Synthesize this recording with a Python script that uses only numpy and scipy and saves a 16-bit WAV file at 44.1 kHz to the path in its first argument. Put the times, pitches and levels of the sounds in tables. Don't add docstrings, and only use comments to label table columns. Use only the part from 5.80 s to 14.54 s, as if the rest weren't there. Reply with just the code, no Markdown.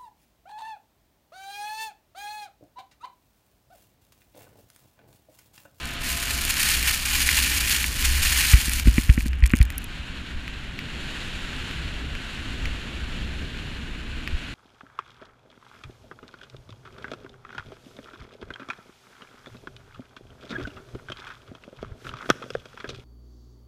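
import sys
import numpy as np
from scipy import signal
from scipy.fft import rfft, irfft, next_fast_len
from scipy.io import wavfile
from scipy.ndimage import uniform_filter1d

SR = 44100
rng = np.random.default_rng(int(sys.argv[2]) if len(sys.argv) > 2 else 0)


def bounce(signal):
    frames = np.transpose(np.atleast_2d(signal))
    limited = np.clip(frames, -1, 1)
    pcm = np.round(limited * 32767).astype(np.int16)
    wavfile.write(sys.argv[1], SR, pcm)


N = 385434
TIME = np.arange(N) / SR

# t/s, level/dB
SPRAY_LEVEL = [(0.0, -45.5), (0.14, -43), (0.18, -52), (0.24, -31.5), (0.75, -30.5), (0.87, -23),
               (1.0, -30), (1.08, -25.5), (1.18, -35), (1.25, -28.5), (1.56, -24.5), (2.08, -29),
               (2.1, -36.5), (2.25, -25), (2.27, -30), (2.6, -23), (2.93, -32), (2.99, -28.5), (3.02, -38),
               (3.16, -35), (3.48, -47), (3.52, -65)]
# start/s, length/s, lift/dB
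SPRAY_FLURRIES = [(0.692, 0.021, 8.5), (0.793, 0.023, 4), (1.07, 0.032, 3), (1.25, 0.04, 2.5),
                  (1.565, 0.031, 4.5), (1.622, .012, 4), (1.901, 0.076, 4.5), (2.43, .06, 1.5)]
# f/Hz, gain/dB
SPRAY_SPECTRUM = [(350, -45), (600, -25), (950, -14.5), (1250, -4.5), (1450, 1), (2300, 2.5), (3000, 4),
                  (3600, -2), (4700, -2.5), (5600, -5), (8200, -7), (11000, -6), (14500, -10),
                  (15500, -10.5)]
# f/Hz, width/Hz, gain/dB
WALL_MODES = [(847, 56, 12), (1026, 64, 5), (1814, 220, -1), (2350, 280, 0.5), (2790, 140, -7),
              (4270, 290, -8), (6770, 260, -2.5), (7500, 180, -6.5), (8960, 410, -2)]
# t/s, level/dB
GLIDE_LEVEL = [(0, -35.5), (2.6, -38), (3.55, -45.5), (3.92, -43), (4.12, -40), (4.9, -41.5), (5.35, -36.5),
               (5.9, -37), (6.25, -40), (6.45, -37.5), (6.85, -37.5), (7.1, -39.5), (7.8, -39.5),
               (8.15, -41.5), (8.6, -40)]
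# f/Hz, gain/dB
GLIDE_SPECTRUM = [(450, -10), (750, -7.5), (1250, -4.5), (1500, 2), (2100, -2), (2800, 2), (3500, -3.5),
                  (4300, -6.5), (4900, -17), (6200, -22), (7000, -19), (8300, -26.5), (11000, -30.5),
                  (15000, -45)]
# middle/s, length/s, lift/dB
WIND_GUSTS = [(0.104, 0.6, 2), (.9, 1.5, 3), (2.354, 0.74, 12.5), (3.15, 1, 6), (4.57, .14, 5.5),
              (6.345, 0.11, 6), (6.877, 0.34, 10.5), (7.25, 0.41, 2.5), (8.538, 0.11, 15.5)]
# t/s, level/dB
RUSH_LEVEL = [(0, -41.5), (2.4, -41.5), (3.5, -45), (4.4, -42.5), (5.3, -40), (7.4, -39), (8.7, -41)]
# f/Hz, gain/dB
WIND_SPECTRUM = [(10, -7), (22, 4.5), (45, -3.5), (65, 3.5), (90, -8.5), (125, -8.5), (180, -12),
                 (250, -11), (330, -18.5), (430, -24.5), (700, -32), (1500, -70)]
# f/Hz, width/Hz, gain/dB
SWING_MODE = [(60, 5.8, 0)]
# f/Hz, relative level/dB
WHISTLE_TONES = [(687, -1), (1028, -2), (1254, -1)]
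# t/s, impact size/dB before PELLET_GAIN_DB
LARGE_PELLETS = [(.7412, -9.5), (0.797, -11), (.8894, -5), (1.0282, -7), (1.084, -9), (2.858, -10),
                 (2.895, -9), (2.9347, -8), (3.1424, -19), (3.467, -20.5), (3.482, -19.5), (3.6593, -15),
                 (3.6632, -12.5), (3.903, -19.5)]
# start/s, end/s, rate/(pellets/s), typical size/dB before PELLET_GAIN_DB
PELLET_SHOWERS = [(.25, 2.95, 40, -21), (2.95, 3.45, 35, -27), (3.5, 4.06, 90, -39.5),
                  (3.635, 3.89, 60, -25), (3.752, 3.8, 120, -24.5)]
# f/Hz, gain/dB
PELLET_SPECTRUM = [(600, -22), (2300, 3), (3800, 1.5), (6500, 0.5), (11500, 0.5), (16000, -5.5)]
# t/s, peak/dB before CLACK_GAIN_DB
CLACK_HITS = [(0.7407, -23), (1.49, -3), (2.0423, -8.5), (2.917, -20.5), (3.0842, -19), (3.2986, -11),
              (3.407, -19), (3.5319, -22), (3.639, -14), (3.6585, -15.5), (3.704, -19), (3.8146, -13.5),
              (3.903, -20), (4.6792, -18), (4.9904, -16.5), (5.912, -20.5), (6.352, -21), (6.856, -15.5),
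              (7.7737, -26), (8.4756, -13.5)]
# f/Hz, width/Hz, gain/dB
HOUSING_MODES = [(1210, 250, -3), (1940, 260, 9), (2364, 460, 15), (2550, 320, 0), (4400, 700, 4)]
# t/s, thud peak before swing/dB, contact/s, rattle peak/dB
MOUNT_KNOCKS = [(2.735, -2, 0.0096, -7.5), (2.880, -20.5, 0.0044, -24), (3.056, -14, 0.0085, -22),
                (3.072, -7.5, 0.004, -18.5), (3.074, -3, 0.0115, -22), (3.181, -6, 0.00414, -9.5),
                (3.293, -1.5, 0.0089, -15), (3.377, -10, 0.0045, -15.5), (3.459, -16.5, 0.0045, -25.5),
                (3.6244, -4.5, 0.014, -20.5), (3.736, -4, 0.00424, -6), (3.803, -3, 0.0097, -23)]
# f/Hz, width/Hz, gain/dB
MOUNT_MODES = [(60.7, 29, 0), (122, 210, -10), (241, 74, -0.5), (310, 46, -6), (472, 85, 2.5)]
# t/s, peak/dB
POLE_TINKS = [(3.9808, -13.5), (4.042, -27)]
# f/Hz, width/Hz, gain/dB
POLE_MODES = [(6400, 900, 0.5), (9600, 900, -1), (11050, 550, 7), (12700, 580, -14)]

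THICK_DB, THICK_GRAINS_PER_S, RATE_DOUBLING_DB = -26, 5500, 6
HEAVY_AT_THICK_DB, HEAVY_DB_PER_DB = -3, 0.24
SPRAY_ENDS_S, SPRAY_FADE_S = 3.5, 0.053
CRUISE_DB, EDGE_AT_CRUISE_DB, EDGE_DB_PER_DB = -39.5, -16, 0.5
FLAT_DB, FLAT_TOP_HZ = -43, 2780
BUFFET_BASE_DB, RUSH_USUAL_DB = -35.5, -41.5
RUSH_BRIGHT_HZ, BRIGHT_DB_PER_DB = 380, 1
SHAKE_DB, SHAKE_FULL_S, SHAKE_ENDS_S = -29, 1.81, 4.0
SHAKE_RISE_DB_PER_S, SHAKE_FALL_DB_PER_S = 12, 150
PELLET_SPREAD_DB, PELLET_DECAY_S, PELLET_GAIN_DB = 1, 0.00082, -5.5
CLACK_GAIN_DB = -0.5
SHOVE_S, SWING_AT_SHOVE_DB, SWING_DB_PER_DOUBLING = 0.015, -8, 23
TOP_HZ = 15350


def undb(db):
    return 10 ** (np.asarray(db) / 20)


def unit(x):
    return x / np.sqrt(np.mean(x ** 2))


def level_curve(table):
    s, db = np.transpose(table)
    return np.interp(TIME, s, db)


def add(track, s, sound, peak_db):
    i = int(s * SR)
    scaled = undb(peak_db) * sound / np.abs(sound).max()
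    track[i:i + len(sound)] += scaled[:N - i]


def walk(rate_hz):
    k = max(int(SR / rate_hz), 2)
    held = rng.standard_normal(N)[np.arange(N) // k]
    return 1.3 * uniform_filter1d(uniform_filter1d(held, k), k)


def cut(x, hz, kind, order=2):
    return signal.sosfilt(signal.butter(order, min(hz, SR / 2 - 1), kind, fs=SR, output="sos"), x)


def colour(x, points):
    hz, db = np.transpose(points)
    size = next_fast_len(len(x))
    f = np.maximum(np.arange(size // 2 + 1) * SR / size, 1)
    gain = undb(np.interp(np.log(f), np.log(hz), db))
    return irfft(rfft(x, size) * gain, size)[:len(x)]


def ring(x, modes):
    return sum(undb(db) * signal.lfilter(*signal.iirpeak(hz, hz / width, fs=SR), x)
               for hz, width, db in modes)


def split(x, hz):
    low = colour(x, [(hz / 2, 0), (hz * .85, -1), (hz * 1.2, -18), (hz * 2, -60)])
    return unit(low), unit(x - low)


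def random_sizes(spread_db):
    return undb(spread_db * np.clip(rng.standard_normal(N), -2, 2))


def grains(rate, spread_db, decay_s):
    chance = np.clip(rate / SR, 1e-4, 1)
    sizes = random_sizes(spread_db)
    impacts = (rng.random(N) < chance) * sizes ** 2 / chance
    energy = signal.lfilter([1], [1, -np.exp(-2 / (decay_s * SR))], impacts)
    return unit(np.sqrt(energy) * rng.standard_normal(N))


def crack(decay_s, size=2048):
    return rng.standard_normal(size) * np.exp(-TIME[:size] / decay_s)


def spray():
    level_db = level_curve(SPRAY_LEVEL)
    above_thick_db = level_db - THICK_DB
    rate = THICK_GRAINS_PER_S * 2 ** (above_thick_db / RATE_DOUBLING_DB)
    hits = grains(rate, spread_db=2.5, decay_s=0.00015)
    heavy, fine = split(colour(hits + ring(hits, WALL_MODES), SPRAY_SPECTRUM), 3680)

    clumps_db = 1.25 * walk(60) + 1.63 * walk(180)
    for s, length, lift_db in SPRAY_FLURRIES:
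        corners_s = s + length * np.array([0, .15, .85, 1])
        clumps_db = clumps_db + lift_db * np.interp(TIME, corners_s, [0, 1, 1, 0])
    heavy_db = HEAVY_AT_THICK_DB + HEAVY_DB_PER_DB * above_thick_db + 0.88 * walk(130)
    fine_db = 1.1 * walk(70)
    leaving = np.interp(TIME, [SPRAY_ENDS_S, SPRAY_ENDS_S + SPRAY_FADE_S], [1, 0])
    return leaving * undb(level_db + clumps_db) * (undb(heavy_db) * heavy + undb(fine_db) * fine)


def glide():
    level_db = level_curve(GLIDE_LEVEL)
    crushing = grains(14000, spread_db=-0.5, decay_s=0.00057)
    base, edge = split(colour(crushing, GLIDE_SPECTRUM), 5300)
    edge_db = EDGE_AT_CRUISE_DB + EDGE_DB_PER_DB * (level_db - CRUISE_DB)
    dull = colour(base, [(FLAT_TOP_HZ, 0), (2 * FLAT_TOP_HZ, -14)])
    flat = np.clip((CRUISE_DB - level_db) / (CRUISE_DB - FLAT_DB), 0, 1) ** 2
    flutter_db = 0.35 * walk(7) + 0.35 * walk(36) + 0.63 * walk(90)
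    return undb(level_db + flutter_db) * ((1 - flat) * base + flat * dull + undb(edge_db) * edge)


def swell(middle_s, length_s):
    return np.cos(np.pi * np.clip((TIME - middle_s) / length_s, -.5, .5)) ** 2


def wind():
    rush_db = level_curve(RUSH_LEVEL)
    buffet_db = BUFFET_BASE_DB + sum(lift_db * swell(s, length) for s, length, lift_db in WIND_GUSTS)
    buffet, rush = split(colour(rng.standard_normal(N), WIND_SPECTRUM), 93.5)
    body = colour(rush, [(RUSH_BRIGHT_HZ / 2, 0), (RUSH_BRIGHT_HZ * 0.78, 0), (RUSH_BRIGHT_HZ * 2, -40)])
    bright_db = BRIGHT_DB_PER_DB * (rush_db - RUSH_USUAL_DB)
    rush = body + undb(bright_db) * (rush - body)
    eddies_db = 1.8 * walk(8)
    flicker_db = .7 * walk(6) + .8 * walk(25)
    return undb(buffet_db + eddies_db) * buffet + undb(rush_db + flicker_db) * rush


def shake():
    level_db = (SHAKE_DB - SHAKE_RISE_DB_PER_S * np.maximum(SHAKE_FULL_S - TIME, 0)
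                - SHAKE_FALL_DB_PER_S * np.maximum(TIME - SHAKE_ENDS_S, 0))
    return undb(level_db) * unit(cut(ring(rng.standard_normal(N), SWING_MODE), 92, "low"))


def whistle():
    level_db = level_curve([(0, -50), (.55, -47.5), (.9, -57), (3, -73)])
    tones = np.zeros(N)
    for hz, db in WHISTLE_TONES:
        tone_db = db + 2 * walk(21.0)
        pitch_hz = hz * (1 + .004 * walk(63))
        tones += undb(tone_db) * np.sin(2 * np.pi * np.cumsum(pitch_hz) / SR)
    return undb(level_db) * tones


def pellets():
    chance = rng.random(N)
    sizes = random_sizes(PELLET_SPREAD_DB)
    impacts = np.zeros(N)
    for start, end, rate, db in PELLET_SHOWERS:
        landed = (TIME > start) & (TIME < end) & (chance < rate / SR)
        impacts += undb(db) * sizes * landed
    for s, db in LARGE_PELLETS:
        impacts[int(s * SR)] += undb(db)
    decays = signal.lfilter([1], [1, -np.exp(-1 / (PELLET_DECAY_S * SR))], impacts)
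    ticks = decays * rng.standard_normal(N)
    return undb(PELLET_GAIN_DB) * colour(ticks + ring(ticks, WALL_MODES), PELLET_SPECTRUM)


def strike(rattle_db, rattle_s, snap_db):
    contact = undb(rattle_db) * crack(rattle_s)
    contact[0] += 1
    tone = cut(ring(contact, HOUSING_MODES), 1160, "high", order=3)
    snap = cut(crack(0.0024), 3000, "high")
    return unit(cut(tone, 3500, "low")) + undb(snap_db) * unit(snap)


def clacks():
    out = np.zeros(N)
    for s, db in CLACK_HITS:
        add(out, s, strike(rattle_db=-24, rattle_s=.003, snap_db=-19), db)
    return undb(CLACK_GAIN_DB) * out


def knocks(size=16384):
    out = np.zeros(N)
    for s, db, contact_s, rattle_db in MOUNT_KNOCKS:
        push = -np.sin(np.pi * np.minimum(TIME[:size] / contact_s, 1)) ** 2
        thud = cut(ring(push, MOUNT_MODES), 35, "high", order=1)
        swing_db = db + SWING_AT_SHOVE_DB + SWING_DB_PER_DOUBLING * np.log2(contact_s / SHOVE_S)
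        rattle = cut(strike(rattle_db=-24.0, rattle_s=0.0043, snap_db=-21), 2260, "low", order=4)
        add(out, s, thud, db)
        add(out, s, ring(push, SWING_MODE), swing_db)
        add(out, s, rattle, rattle_db)
    return out


def tinks():
    out = np.zeros(N)
    for s, db in POLE_TINKS:
        add(out, s, cut(ring(crack(0.001), POLE_MODES), 4500, "high"), db)
    return out


def scene():
    steady = spray() + glide() + wind() + shake() + whistle()
    contacts = pellets() + clacks() + knocks() + tinks()
    return (steady + contacts)[None]


def record(dry):
    swayless = cut(dry, 3.5, "high", order=1)
    return signal.sosfilt(signal.ellip(10, .2, 70, TOP_HZ, fs=SR, output="sos"), swayless)


dry = scene()
out = record(dry)
bounce(out)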